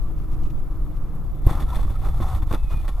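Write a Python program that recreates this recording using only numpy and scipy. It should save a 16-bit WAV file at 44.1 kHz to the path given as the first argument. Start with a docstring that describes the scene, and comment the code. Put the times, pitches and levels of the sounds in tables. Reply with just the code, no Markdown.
"""Inside a moving car, heard by a camera on the windscreen: road rumble, then another car hits its side.
Filtered noise makes the road, the rustling and the body's shaking; one pressure pulse is the blow.
Grainy noise, resonances and splinter ticks make the crunching panels and rattling trim; dents boom as sines.
The car skids with scrub, judder and chirps and bangs again, probably on a kerb.
Something rubs with a thin squeal of wavering sines."""
import sys
import numpy as np
from scipy import signal
from scipy.fft import rfft, irfft, next_fast_len
from scipy.io import wavfile
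from scipy.ndimage import uniform_filter1d, map_coordinates

SR = 44100
rng = np.random.default_rng(int(sys.argv[2]) if len(sys.argv) > 2 else 0)


def wav_record(signal):
    """Record a signal, one row per channel, as 16-bit PCM in the file named by sys.argv[1]."""
    frames = np.transpose(np.atleast_2d(signal))
    bounded = np.clip(frames, -1, 1)
    # unit amplitude maps onto the largest positive 16-bit level
    quanta = np.round(bounded * 32767).astype(np.int16)
    wavfile.write(sys.argv[1], SR, quanta)


N = 132300  # 3 s

# left-right likeness of large panels, of rattles and of the body's low shaking (1 = identical)
PANEL_ALIKE, RATTLE_ALIKE, LOW_ALIKE = 0.96, 0.67, 0.95


def amp(db):
    """Decibels to gain."""
    return 10 ** (np.asarray(db) / 20)


def unit(x):
    """Scale to rms 1."""
    return x / np.sqrt(np.mean(x ** 2) + 1e-20)


def clock():
    """Seconds at each sample."""
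    return np.arange(N) / SR


def curves(rows):
    """One value per sample for each column after the time; the end values hold."""
    time_s, *columns = np.transpose(rows)
    return [np.interp(clock(), time_s, column) for column in columns]


def wobble(rate):
    """A smooth random curve, rate knots a second."""
    knots = rng.standard_normal(4096)
    return map_coordinates(knots, [clock() * rate + 2], mode="wrap")


def filtered(x, response):
    """x times a response of frequency."""
    size = next_fast_len(N + SR // 2)
    spectrum = rfft(x, size) * response(np.fft.rfftfreq(size, 1 / SR))
    return irfft(spectrum, size)[..., :N]


def coloured(x, points):
    """x shaped by (pitch_hz, gain_db) points, at rms 1; the lowest few hertz are weakened."""
    point_hz, point_db = np.transpose(points)

    def response(hz):
        gain_db = np.interp(np.log(hz + 1), np.log(point_hz + 1), point_db)
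        return amp(gain_db) * hz / (hz + 2)

    return unit(filtered(x, response))


def pair(alike):
    """White noise for two ears with the given likeness, mixed from a shared and an opposed part."""
    turn = np.arccos(np.clip(alike, 0, .995)) / 2
    mid, side = rng.standard_normal((2, N)) * [[np.cos(turn)], [np.sin(turn)]]
    return np.array([mid + side, mid - side])


def grains(rate, spread_db, life_s):
    """Gain of many tiny contacts of unequal size; each one's energy dies by 1/e in life_s."""
    sizes = amp(spread_db * np.minimum(rng.exponential(size=N), 2.4))
    hits = (rng.random(N) < rate / SR) * sizes ** 2
    energy = signal.lfilter([1], [1, -np.exp(-1 / (life_s * SR))], hits)
    return unit(np.sqrt(energy))


def swell(s, width_s):
    """A bell-shaped rise and fall."""
    return np.exp(-((clock() - s) / width_s) ** 2)


def ringing(x, modes):
    """x with narrow resonances added to it."""
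    def response(hz):
        total = 1
        for mode_hz, width_hz, db in modes:
            damping = 1j * hz * width_hz
            total = total + amp(db) * damping / (mode_hz ** 2 - hz ** 2 + damping)
        return total

    return filtered(x, response)


# colour of the road noise in the cabin: pitch_hz, gain_db
ROAD_COLOUR = [(12, 3), (20, -0.5), (35, 2.5), (75, -16.5), (125, -16.5), (207, -28.5), (300, -35.5),
               (410, -37.5), (550, -39.5), (800, -46.5), (1200, -44.5), (1650, -56.5), (2100, -58),
               (3350, -70), (9000, -123.5), (12000, -100)]
# cabin and tyre resonances: pitch_hz, width_hz, level_db (the level wavers around this, before the fade)
ROAD_BOOMS = [(150, 34.4, -43), (308.5, 63, -47.5), (738, 75, -62.5), (1166, 320, -62)]
# gain of the road's bass, before the fade: time_s, level_db
ROAD_BASS_LEVEL = [(0.03, -20), (.2, -23.5), (.5, -17), (.65, -25.5), (1.1, -23), (1.42, -26)]
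ROAD_ALIKE, RUMBLE_ALIKE, HUSH_ALIKE = 0.83, 0.73, 0.051  # left-right likeness of middle, bass and treble
ROAD_FADE_S, ROAD_FADE_DB_PER_S = 1.55, 6.5  # the noise falls as the car slows


def road():
    """Tyre and engine rumble as shaped noise, with narrow noise bands for the booms; the treble is widest."""
    def bass(hz):
        return 1 / (1 + (hz / 90) ** 4)

    def treble(hz):
        return 1 - 1 / (1 + (hz / 1900) ** 4)

    def between(hz):
        return np.abs(1 - bass(hz) - treble(hz))

    # these three are shares of energy, hence the roots
    low = filtered(coloured(pair(RUMBLE_ALIKE), ROAD_COLOUR), lambda hz: np.sqrt(bass(hz)))
    middle = filtered(coloured(pair(ROAD_ALIKE), ROAD_COLOUR), lambda hz: np.sqrt(between(hz)))
    high = filtered(coloured(pair(HUSH_ALIKE), ROAD_COLOUR), lambda hz: np.sqrt(treble(hz)))
    bass_db, = curves(ROAD_BASS_LEVEL)
    out = amp(bass_db) * low + amp(-23 + 1.06 * wobble(9.16)) * (middle + high)
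    for boom_hz, width_hz, db in ROAD_BOOMS:
        level = amp(db + 2.57 * wobble(7.86))
        boom = filtered(pair(ROAD_ALIKE), lambda hz: 1 / (1 + (2 * (hz - boom_hz) / width_hz) ** 2))
        out = out + level * unit(boom)
    return out * amp(-ROAD_FADE_DB_PER_S * np.maximum(clock() - ROAD_FADE_S, 0))


# tyres sliding sideways: time_s, scrub_db, judder_db
SKID = [(1.44, -58, -65), (1.49, -37.5, -29.5), (1.62, -44, -43), (1.65, -56, -60), (1.75, -40, -28.5),
        (1.86, -49, -38), (1.99, -51.5, -33), (2.06, -42, -25), (2.11, -48.5, -25.5), (2.19, -44.5, -22.5),
        (2.28, -38, -29.5), (2.37, -44, -20.5), (2.445, -60, -36), (2.475, -45, -33), (2.62, -55.5, -66),
        (2.75, -52, -34.5), (3, -49.5, -66)]
# colour of the scrub: pitch_hz, gain_db
SCRUB_COLOUR = [(100, -46), (320, -1.5), (450, 3), (640, 7), (780, 13), (900, 9), (1050, 9.5), (1330, 8),
                (1650, -15.5), (12000, -19.5)]
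# colour of the judder: pitch_hz, gain_db
JUDDER_COLOUR = [(30, -9.5), (60, 6.5), (125, 1), (165, -13), (230, -29), (500, -71)]
# short chirps and groans of the rubber: centre_s, pitch_hz (wavers around this), width_s, level_db
CHIRPS = [(.06, 1160, 0.027, -51.5), (1.701, 1299, 0.034, -44.5), (1.731, 975, 0.0083, -34),
          (1.88, 1250, 0.003, -40.5), (1.96, 1304, 0.0067, -41), (2.226, 1051, 0.0059, -34),
          (2.28, 745, 0.06, -42)]


def tyres():
    """Sliding rubber scrubs as grainy noise, judders as low noise and now and then chirps as a wavering sine."""
    scrub_db, judder_db = curves(SKID)
    gripping = pair(PANEL_ALIKE) * grains(700, spread_db=5.5, life_s=0.0034)
    out = amp(scrub_db) * coloured(gripping, SCRUB_COLOUR)
    out = out + amp(judder_db) * coloured(pair(LOW_ALIKE), JUDDER_COLOUR)
    for s, hz, width_s, db in CHIRPS:
        pitch = hz * (1 + 0.04 * wobble(350))
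        chirp = np.sin(2 * np.pi * np.cumsum(pitch) / SR)
        out = out + amp(db) * swell(s, width_s) * unit(chirp)
    return out


# loose things shifting in the cabin: centre_s, width_s, level_db
RUSTLES = [(.2, 0.03, -64), (.335, 0.028, -63), (.45, 0.035, -62.5), (0.504, 0.0073, -59.5),
           (.59, 0.016, -67), (.97, 0.013, -66), (2.73, 0.03, -52.5)]
# colour of the rustling: pitch_hz, gain_db
RUSTLE_COLOUR = [(900, -28), (2000, 6.5), (3800, -0.5), (6500, -1.5), (10000, -13), (14000, -54)]
# narrow resonances added to the rustling and the crunch: pitch_hz, width_hz, level_db over the broad colour
BRIGHT_MODES = [(2716, 130, -3.5), (2957, 36, 0), (3476, 90, -3), (3910, 140, -5), (8210, 280, -2),
                (10800, 200, 5.5), (13400, 220, 2)]


def rustles():
    """Loose things shift and slide in short swells of grainy noise with narrow resonances."""
    level = sum(amp(db) * swell(s, width_s) for s, width_s, db in RUSTLES)
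    sliding = pair(0.74) * grains(330, spread_db=-5.5, life_s=0.0015)
    return level * unit(ringing(coloured(sliding, RUSTLE_COLOUR), BRIGHT_MODES))


# the body shaking on its springs: time_s, level_db
SHAKE_LEVEL = [(1.40, -41), (1.47, -29), (1.66, -22.5), (1.74, -20), (2.05, -22.5), (2.4, -21.5),
               (2.6, -19), (2.88, -20.5), (3, -23.5)]
# colour of the shaking: pitch_hz, gain_db
SHAKE_COLOUR = [(15, 7.5), (25, 2.5), (38, 6.5), (55, -3), (90, -15), (140, -20.5), (230, -57), (500, -90)]
# jolts of the body: peak_s, peak_db, direction (sign of the pressure)
JOLTS = [(1.514, -14.5, -1), (1.556, -12.5, 1), (1.614, -14.5, 1), (1.637, -15, -1), (1.771, -17, 1),
         (1.808, -15, -1), (1.851, -10, -1), (1.908, -12, 1), (2.089, -9, -1), (2.363, -10.5, -1),
         (2.432, -10, -1), (2.515, -10.5, -1), (2.547, -12.5, 1), (2.647, -14.5, 1), (2.744, -13, -1),
         (2.774, -11.5, -1), (2.893, -12.5, -1)]
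JOLT_S = 0.0032  # how fast a jolt rises and dies
# the collision's pressure blow
BLOW_S, BLOW_DB, BLOW_RISE_S, BLOW_FALL_S = 1.4705, 2.5, 0.0026, 0.0017


def body():
    """The collision's pressure blow, then jolts as short pulses, over low noise for the body's shaking."""
    width_s = np.where(clock() < BLOW_S, BLOW_RISE_S, BLOW_FALL_S)
    push = amp(BLOW_DB) * swell(BLOW_S, width_s)
    for s, db, direction in JOLTS:
        distance = np.abs(clock() - s) / JOLT_S
        pulse = np.exp(1 / 4 - np.hypot(distance, 1 / 4))  # a peak with a slightly rounded tip
        push = push + np.sign(direction) * amp(db) * pulse
    shake_db, = curves(SHAKE_LEVEL)
    return push + amp(shake_db) * coloured(pair(LOW_ALIKE), SHAKE_COLOUR)


# two bright ticks at the overloaded blow: start_s, level_db
BLOW_TICKS = [(1.4663, -34), (1.4715, -33)]
# colour of the bright ticks: pitch_hz, gain_db
TICK_COLOUR = [(7000, -39), (10300, -14), (11000, 3), (12100, 9), (13300, 3), (14300, -17)]
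TICK_T60_S = 0.01


def blow_ticks():
    """Two bright ticks around the overloaded blow, as fast-dying noise."""
    t = clock()
    level = sum(amp(db - 60 * np.abs(t - s) / TICK_T60_S) * (t >= s) for s, db in BLOW_TICKS)
    return level * coloured(pair(RATTLE_ALIKE), TICK_COLOUR)


# splinters: ticks per second, middle pitch, cycles to die by 1/e, level against the rattle bursts
SHARD_RATE, SHARD_HZ, SHARD_CYCLES, SHARD_DB = 1400, 2400, 15, -9.5


def shards():
    """Splinters of plastic tick at random as dying sines, each at its own pitch and place; rms 1."""
    chance = rng.random((int(SHARD_RATE * N / SR), 3))
    start, octave, left = chance[:, :1], 2 * chance[:, 1:2] - 1, chance[:, 2:]
    hz = SHARD_HZ * 2 ** octave
    n = np.arange(SR // 50)
    ticks = np.sin(2 * np.pi * hz * n / SR) * np.exp(-hz * n / SR / SHARD_CYCLES)
    ticks = ticks * rng.exponential(size=hz.shape)
    at = ((start * N).astype(int) + n).ravel()
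    return unit(np.array([np.bincount(at, (ticks * share).ravel(), N)[:N] for share in (left, 1 - left)]))


CABIN_T60_S = 0.061


def cabin(x, wet_db):
    """Close glass and trim answer within a few hundredths of a second, as a decaying noise echo."""
    t = np.arange(SR // 8) / SR
    tail = rng.standard_normal(len(t)) * amp(-60 * t / CABIN_T60_S)
    tail = tail / np.linalg.norm(tail)
    return x + amp(wet_db) * signal.fftconvolve(x, tail[None], axes=1)[:, :N]


# bursts of crunching and rattling, levels before the final balance: start_s, length_s, panel_db, rattle_db
CRUNCHES = [(1.471, .018, -28.5, -50), (1.486, 0.025, -28, -40.5), (1.515, 0.035, -37, -49.5),
            (1.58, 0.018, -33.5, -54), (1.596, 0.035, -35.5, -47), (1.678, 0.067, -46, -54),
            (1.742, 0.031, -33, -46.5), (1.783, 0.027, -35, -55), (1.898, 0.0073, -35, -50),
            (1.951, 0.011, -50, -48), (2.013, 0.03, -37.5, -55), (2.039, 0.035, -35, -48),
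            (2.196, 0.019, -33, -52), (2.215, 0.017, -36, -45), (2.249, 0.083, -41.5, -57.5),
            (2.339, 0.024, -42, -49.5), (2.416, 0.014, -33.5, -49), (2.505, 0.019, -29, -49),
            (2.53, 0.024, -29, -46), (2.699, 0.047, -37, -54.5), (2.84, 0.016, -42.5, -56),
            (2.879, .013, -35.5, -44.5)]
CRUNCH_ATTACK_S, CRUNCH_RELEASE_S = 0.0083, 0.0064
# sharp knocks, levels before the final balance: start_s, panel_db, click_db
KNOCKS = [(1.4672, -23, -44), (1.4722, -21, -43), (1.508, -34, -49), (1.553, -31, -42), (1.579, -32, -54),
          (1.756, -38, -37), (1.849, -31.5, -60), (1.879, -35, -62), (2.087, -27.5, -45), (2.349, -34, -42),
          (2.512, -26, -54), (2.527, -24, -32), (2.538, -16.5, -40), (2.546, -26, -33.5),
          (2.8804, -27, -39.5)]
KNOCK_T60_S = 0.028
# loose trim buzzing, before its flutter and the final balance: time_s, level_db
LOOSE_LEVEL = [(1.42, -71), (1.48, -55), (1.66, -59), (1.82, -56), (1.99, -61), (2.4, -56.5), (2.45, -72),
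               (2.5, -55), (2.62, -61.5), (2.75, -57), (3, -64)]
# colour of the panels: pitch_hz, gain_db
PANEL_COLOUR = [(90, 3), (220, 2), (330, 4), (480, 1.5), (800, -0.5), (1000, 1), (1300, 0.5), (1650, -15),
                (2100, -16), (2800, -24), (4000, -41), (7000, -62)]
# colour of the plastic trim: pitch_hz, gain_db
RATTLE_COLOUR = [(900, 5), (2200, 4.5), (3000, 0), (3700, 2.5), (4700, -4), (7400, -8), (8300, -4.5),
                 (9700, -8.5), (10800, -3), (12300, -10), (13300, -3), (14200, -19)]
# what the panels ring with: pitch_hz, width_hz, level_db over the broad colour
PANEL_MODES = [(215, 45, 0), (813, 58, -4), (1086, 53, -2.5)]
PANEL_WET_DB, TRIM_WET_DB = -8, -5  # cabin answer against the direct sound


def crunch():
    """Tiny contacts and hard knocks, as noise, sound the panels and plastic trim; splinters tick among them."""
    t = clock()
    bursts, knocks = np.zeros((2, N)), np.zeros((2, N))  # energies: panels, trim
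    for s, length_s, panel_db, rattle_db in CRUNCHES:
        attack = np.clip((t - s) / CRUNCH_ATTACK_S, 0, 1)
        release = np.exp(-np.maximum(t - s - length_s, 0) / CRUNCH_RELEASE_S)
        bursts += (amp([[panel_db], [rattle_db]]) * attack * release) ** 2
    for s, panel_db, click_db in KNOCKS:
        decay = (t >= s) * amp(-60 * np.abs(t - s) / KNOCK_T60_S)
        knocks += (amp([[panel_db], [click_db]]) * decay) ** 2
    loose_db, = curves(LOOSE_LEVEL)
    bursts[1] += amp(loose_db + 1.9 * wobble(39.15)) ** 2

    panel_grains = grains(553, spread_db=3.5, life_s=0.0026)
    panel_level = np.sqrt(bursts[0] * panel_grains ** 2 + knocks[0])
    panel = panel_level * coloured(pair(PANEL_ALIKE), PANEL_COLOUR)
    trim_grains = grains(600, spread_db=6, life_s=0.004)
    trim_level = np.sqrt(bursts[1] * trim_grains ** 2 + knocks[1])
    trim = trim_level * coloured(pair(RATTLE_ALIKE), RATTLE_COLOUR)
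    trim = trim + amp(SHARD_DB) * np.sqrt(bursts[1]) * shards()

    panel = cabin(ringing(panel, PANEL_MODES), PANEL_WET_DB)
    trim = cabin(ringing(trim, BRIGHT_MODES), TRIM_WET_DB)
    return amp(-4) * panel + amp(-2) * trim  # final balance


# large panels denting: start_s, level_db
THUDS = [(1.511, -25.5), (1.612, -32.5), (1.738, -34), (1.85, -31), (2.203, -23.5), (2.511, -24),
         (2.537, -23)]
# what they boom with: pitch_hz (before scatter), level_db against the dent, t60_s
THUD_MODES = [(220, -2, 0.087), (323, -2, 0.078), (520, -10, .04)]
THUD_SCATTER = 0.053  # each dent shifts the pitches by about this share


def thuds():
    """A large panel dents and booms briefly as dying sines, each time at slightly different pitches."""
    out, t = np.zeros(N + SR), np.arange(SR // 4) / SR
    for s, db in THUDS:
        start = round(s * SR)
        for hz, level_db, t60_s in THUD_MODES:
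            pitch = hz * (1 + THUD_SCATTER * rng.standard_normal())
            decay = amp(db + level_db - 60 * t / t60_s)
            out[start:start + len(t)] += decay * np.sin(2 * np.pi * pitch * t)
    return out[:N]


# rubbing squeal, before its wavering: time_s, pitch_hz, level_db
SQUEAL = [(2.555, 2630, -90), (2.58, 2615, -65), (2.655, 2560, -62), (2.678, 2510, -64),
          (2.70, 2480, -55.5), (2.755, 2455, -53.5), (2.81, 2436, -57), (2.83, 2410, -80)]
# high modes of the squeal: pitch_hz, level_db against the main tone
WHISTLES = [(9550, -13), (14450, -16)]


def squeal():
    """A rubbing part sings: a rough sine sinks in pitch as the car slows, under high modes that do not sink."""
    def tone(pitch_hz, rough):
        return unit(np.sin(2 * np.pi * np.cumsum(pitch_hz * (1 + rough * wobble(400))) / SR))

    hz, db = curves(SQUEAL)
    high = sum(amp(level_db) * tone(mode_hz, rough=0.0048) for mode_hz, level_db in WHISTLES)
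    return amp(db + 2 * wobble(110)) * (tone(hz, rough=0.005) + high)


def scene():
    """Everything that sounds in the cabin."""
    return road() + tyres() + rustles() + body() + blow_ticks() + crunch() + thuds() + squeal()


# colour of the hiss that follows the sound's level: pitch_hz, gain_db
HISS_COLOUR = [(3000, 1.5), (10300, -1.5), (10800, 9), (11600, 3.5), (12050, 17), (12500, -1), (13250, 8.5),
               (14000, -7), (15000, -8)]
HISS_DB, HISS_GROWS, HISS_FOLLOW_S = -61, 0.68, 0.0069  # overall level, growth exponent, averaging window
CLIP_TOP, TOP_HZ = .96, 15050  # full-scale limit, band limit


def record(dry):
    """The camera clips peaks, adds hiss that rises and falls with the sound, and cuts all above its band limit."""
    clipped = np.clip(dry, -CLIP_TOP, CLIP_TOP)
    # the hiss follows the left ear, mostly above 600 Hz
    power = filtered(clipped[0], lambda hz: hz / np.hypot(hz, 600)) ** 2
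    smooth_power = np.abs(uniform_filter1d(power, int(HISS_FOLLOW_S * SR)))
    follow = unit(smooth_power ** (HISS_GROWS / 2))
    hiss = amp(HISS_DB) * follow * coloured(pair(0.34), HISS_COLOUR)
    return filtered(clipped + hiss, lambda hz: hz < TOP_HZ)


dry = scene()
out = record(dry)
wav_record(out)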